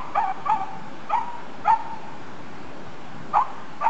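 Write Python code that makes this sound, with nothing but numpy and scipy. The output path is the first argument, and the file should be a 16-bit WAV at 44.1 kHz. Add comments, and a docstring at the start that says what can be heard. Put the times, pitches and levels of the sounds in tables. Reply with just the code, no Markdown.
"""A wooded pond: a dog yaps some way off, over a steady low hush of leaves and far rumble.
In each bark the vocal folds open on a low note, break roughly up into an arched yelp with a rasp
of air, then close on a fading note. The far bank throws the barks back and the trees ring on.
Two soft, dull bumps sound near the microphone."""
import sys
import numpy as np
from scipy import signal
from scipy.fft import rfft, irfft, next_fast_len
from scipy.io import wavfile
from scipy.ndimage import uniform_filter1d

SR = 44100
rng = np.random.default_rng(int(sys.argv[2]) if len(sys.argv) > 2 else 0)


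def unload_wav(signal):
    """Save mono or channel-first audio to the path in sys.argv[1] as 16-bit WAV at rate SR, clipped to [-1, 1]."""
    wavfile.write(
        sys.argv[1],
        SR,
        np.round(np.clip(np.atleast_2d(signal).T, -1, 1) * 32767).astype(np.int16),
    )


N = 171549


def amp(db):
    return 10 ** (np.asarray(db) / 20)


def unit(x):
    """Scale to rms 1."""
    return x / np.sqrt(np.mean(x ** 2) + 1e-20)


def read(points, hz):
    """Interpolate a table on a log-frequency axis."""
    f, value = np.transpose(points)
    return np.interp(np.log(hz + 1), np.log(f + 1), value)


def colour(x, points):
    """Filter by a table of (frequency [Hz], gain [dB])."""
    size = next_fast_len(len(x) + 4096)
    gain = amp(read(points, np.fft.rfftfreq(size, 1 / SR)))
    return irfft(rfft(x, size) * gain, size)[:len(x)]


def wander(size, hz):
    """Random motion low-passed at hz, rms 1."""
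    f = np.fft.rfftfreq(size, 1 / SR)
    return unit(irfft(rfft(rng.standard_normal(size)) * np.exp(-(f / hz) ** 2) * (f > 0), size))


def add(mix, start_s, sound):
    at = round(start_s * SR)
    part = mix[at:at + len(sound)]
    part += sound[:len(part)]


def hush(level_db=-40.5, patchy_db=1.08, rumble_top_hz=510):
    """Leaf hiss with faint drifting patches, over a far rumble that slowly swells."""
    # Leaf and rumble spectrum (frequency [Hz], relative density [dB])
    spectrum = [(26, -43.5), (45, -21.5), (86, -13), (147, -2.5), (285, -3.5), (428, -6.5), (477, -10),
                (554, -6), (604, -6), (717, -7.5), (765, -3.5), (1230, -9), (1520, -9.5), (1920, -16),
                (2390, -16.5), (5870, -30.5), (7600, -32.5), (9880, -62), (16700, -120)]
    # Rumble swell (time [s], gain [dB])
    rumble = [(0, -1), (.7, 3), (1.2, 1), (2.1, 2), (2.7, 4.5), (3.0, 1), (3.25, 4.5), (3.55, -1),
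              (3.89, 0)]
    hz, t, noise = signal.stft(rng.standard_normal(N), SR, nperseg=1024)
    patches = uniform_filter1d(rng.standard_normal(noise.shape), size=8, axis=0)
    patches = unit(uniform_filter1d(patches, size=10, axis=1))
    swell_db = np.outer(np.exp(-(hz / rumble_top_hz) ** 4), np.interp(t, *np.transpose(rumble)))
    air = signal.istft(noise * amp(patchy_db * patches + swell_db))[1][:N]
    return amp(level_db) * unit(colour(air, spectrum))


def bumps():
    """Soft, dull bumps near the microphone: short swells of low noise."""
    # Bumps (start [s], length [s], level at crest [dB])
    events = [(2.63, 0.1, -48), (2.853, 0.059, -44.5)]
    # Bump spectrum (frequency [Hz], relative level [dB])
    spectrum = [(25, -15), (55, -5), (110, 0), (220, -10), (500, -38), (2000, -70)]
    out = np.zeros(N)
    for start_s, length_s, level_db in events:
        size = round(length_s * SR)
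        thud = unit(colour(rng.standard_normal(size), spectrum))
        add(out, start_s, amp(level_db) * np.hanning(size) * thud)
    return out


def scatter(x, t60s, taps_per_s=3000):
    """Many small reflections of random sign, total energy 1; t60s is (frequency [Hz], T60 [s])."""
    taps = rng.choice([-1., 1.], SR) * (rng.random(SR) < taps_per_s / SR)
    hz, t, bands = signal.stft(taps, SR, nperseg=256)
    decay = amp(-60 * t / read(t60s, hz)[:, None])
    tail = signal.istft(bands * decay, SR, nperseg=256)[1]
    return signal.fftconvolve(x, tail / np.linalg.norm(tail))[:len(x)]


def rasp(size, bite_hz, bite_db, half_width_oct=0.093):
    """Air hissing through the open mouth, with a narrow treble band, the bite, raised or cut."""
    # Breath spectrum (frequency [Hz], relative level [dB])
    spectrum = [(400, -24.5), (680, 14), (1000, 20.5), (1330, 10.5), (1600, 2.5), (1950, 1), (2400, 10),
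                (2900, -14), (3300, -17), (3800, -20), (4450, -29), (5400, -23), (6800, -21.5),
                (8000, -35.5)]
    air = unit(colour(rng.standard_normal(size), spectrum))
    ratio = 2 ** half_width_oct
    return colour(air, [(bite_hz / ratio, 0), (bite_hz, bite_db), (bite_hz * ratio, 0)])


def throat(source, gain_1800_db, gain_2400_db):
    """Throat resonances, with two upper bands set per bark."""
    # Throat response (frequency [Hz], gain [dB])
    response = [(300, -24), (600, -25.5), (780, -4), (950, -4), (1250, -4.5), (1500, -18.5), (1800, -24.5),
                (2050, -21.5), (2330, -12), (2750, -30), (3300, -26.5), (3700, -51.5), (4400, -31),
                (5400, -46), (6800, -35), (8000, -41)]
    upper_bands = [(1400, 0.016), (1800, gain_1800_db), (2400, gain_2400_db), (3000, 0.032)]
    return colour(colour(source, response), upper_bands)


def vocal_folds(pitch_hz, rough, harsh, broken, closed, jitter_hz=260, slope_db_per_oct=-5):
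    """Ten harmonics, roughened by pitch jitter, alternating strong and weak pulses, and flutter."""
    jitter = (.016 * (1 + closed) + .12 * harsh) * wander(len(pitch_hz), jitter_hz)
    phase = 2 * np.pi * np.cumsum(pitch_hz * (1 + jitter)) / SR
    pulses = sum(amp(slope_db_per_oct * np.log2(k)) * np.cos(k * phase) for k in range(1, 11))
    alternation = 1 + (1.1 * harsh * broken + .4 * closed) * np.cos(phase / 2)
    flutter = 1 + .8 * (harsh + rough * closed) * wander(len(pitch_hz), jitter_hz / 2)
    return pulses * alternation * flutter


def bark(opening_s, yelp_s, closing_s, low_hz, top_hz, end_hz, opening_db, yelp_db, closing_db,
         rough, gain_1800_db, gain_2400_db, rasp_db, bite_hz, bite_db):
    """The folds jump from a low note to an arched yelp, then close; air rasps at the break."""
    attack_s, release_s, break_s, close_s = .022, .01, .008, .011
    opening_rise, arch_drop = 0.1724, 0.1494  # shares of pitch
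    arch_peak = 0.686  # share of the yelp's length
    length_s = opening_s + yelp_s + closing_s
    t = np.arange(0, length_s, 1 / SR)
    broken = .5 + .5 * np.tanh(2 * (t - opening_s) / break_s)
    closed = .5 + .5 * np.tanh(2 * (t - opening_s - yelp_s) / close_s)

    def stages(opening, yelp, closing):
        return (opening * (1 - broken) + yelp * broken) * (1 - closed) + closing * closed

    def after_break(lag_s, width_s):
        return np.exp(-((t - opening_s - lag_s) / width_s) ** 2)

    opening_hz = low_hz * (1 + opening_rise * (t / opening_s - .6))
    yelp_progress = np.clip((t - opening_s) / yelp_s, 0, 1)
    yelp_hz = top_hz * (1 - arch_drop * (yelp_progress / arch_peak - 1) ** 2)
    harsh = rough * np.maximum(after_break(lag_s=0.01446, width_s=0.024), .3 * (1 - broken))
    folds = vocal_folds(stages(opening_hz, yelp_hz, end_hz), rough, harsh, broken, closed)

    falter_db = -6.5 * after_break(lag_s=0, width_s=0.006)
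    sag_db = -2.5 * after_break(lag_s=yelp_s + 0.26 * closing_s, width_s=0.25 * closing_s)
    level = amp(stages(opening_db, yelp_db, closing_db) + falter_db + sag_db)
    voice = throat(level * folds, gain_1800_db, gain_2400_db)

    airflow = after_break(lag_s=.011, width_s=.021) + .22 * stages(rough, 0.8, 0)
    air = amp(yelp_db + rasp_db) * airflow * rasp(len(t), bite_hz, bite_db)
    attack = np.sin(np.pi / 2 * np.minimum(t / attack_s, 1)) ** 2
    release = np.clip((length_s - t) / release_s, 0, 1)
    return attack * release * (voice + air)


def dog():
    """Barks arrive directly, off nearby ground and trunks, off the far bank and through the wood."""
    # Barks (start [s], opening [s], yelp [s], closing [s], opening pitch [Hz], top pitch [Hz],
    # closing pitch [Hz], opening gain [dB], yelp gain [dB], closing gain [dB], roughness [0-1],
    # throat gain at 1.8 kHz [dB], at 2.4 kHz [dB], rasp re yelp gain [dB], bite [Hz], bite gain [dB])
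    barks = [ (-.19, .03, 0.084, .08, 621, 1001, 1020, -12, -11.5, -22.5, 0.8, -3, -2, -8.5, 3200, -4),
             (0.139, .028, .070, .085, 602.5, 903.2, 761, -7.5, -15, -19.5, 0.4, 5.5, -0.5, -18, 3090, 13),
             (.447, 0.037, 0.068, .092, 592.6, 891, 774, -15, -12, -22, 0.39, -2, -0.5, -22, 3000, 12.5),
             (1.086, 0.037, 0.071, 0.032, 633, 960.6, 931, -11.5, -12.5, -21, 0.27, -1.5, 1.5, -18, 3250, 13),
             (1.639, 0.034, 0.0686, 0.029, 679.6, 912, 902.5, -11.5, -7, -22, 0.33, 1, -2, -24.5, 4450, 19),
             (3.326, 0.027, 0.045, .038, 598.4, 885, 1050, -6.5, -13.5, -14, 0.63, -2, -11.5, -16.5, 3430, 3),
             (3.799, 0.039, 0.057, 0.037, 604, 924, 802, -16, -13, -10, 0.53, -1, -10, -14, 3900, 8), ]
    # Decay among the trees (frequency [Hz], T60 [s])
    wood_t60s = [(300, 2.2), (900, 1.35), (2000, 1.6), (4000, .6), (8000, 1.2)]
    near_db, bank_db, wood_db = -7, -18, -13
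    near_t60_s, bank_t60_s, bank_delay_s = 0.087, 0.29, .1
    direct, near, bank = np.zeros((3, N + SR))  # 1 s lead-in
    for start_s, *shape in barks:
        sound = bark(*shape)
        add(direct, 1 + start_s, sound)
        # New near paths for each bark, as the head turns
        reflections = scatter(np.pad(sound, (0, SR // 2)), [(1, near_t60_s)])
        add(near, 1 + start_s, amp(near_db) * reflections)
    add(bank, bank_delay_s, amp(bank_db) * scatter(direct, [(1, bank_t60_s)]))
    wood = amp(wood_db) * scatter(direct, wood_t60s)
    return (direct + near + bank + wood)[SR:]


def scene():
    return (dog() + hush() + bumps())[None]


def record(dry):
    """Band limit and a small constant offset."""
    edge_hz, offset = 7900, -.0356
    lowpass = signal.firwin(101, edge_hz, window=("kaiser", 8), fs=SR)
    return offset + signal.lfilter(lowpass, 1, dry)


dry = scene()
out = record(dry)
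unload_wav(out)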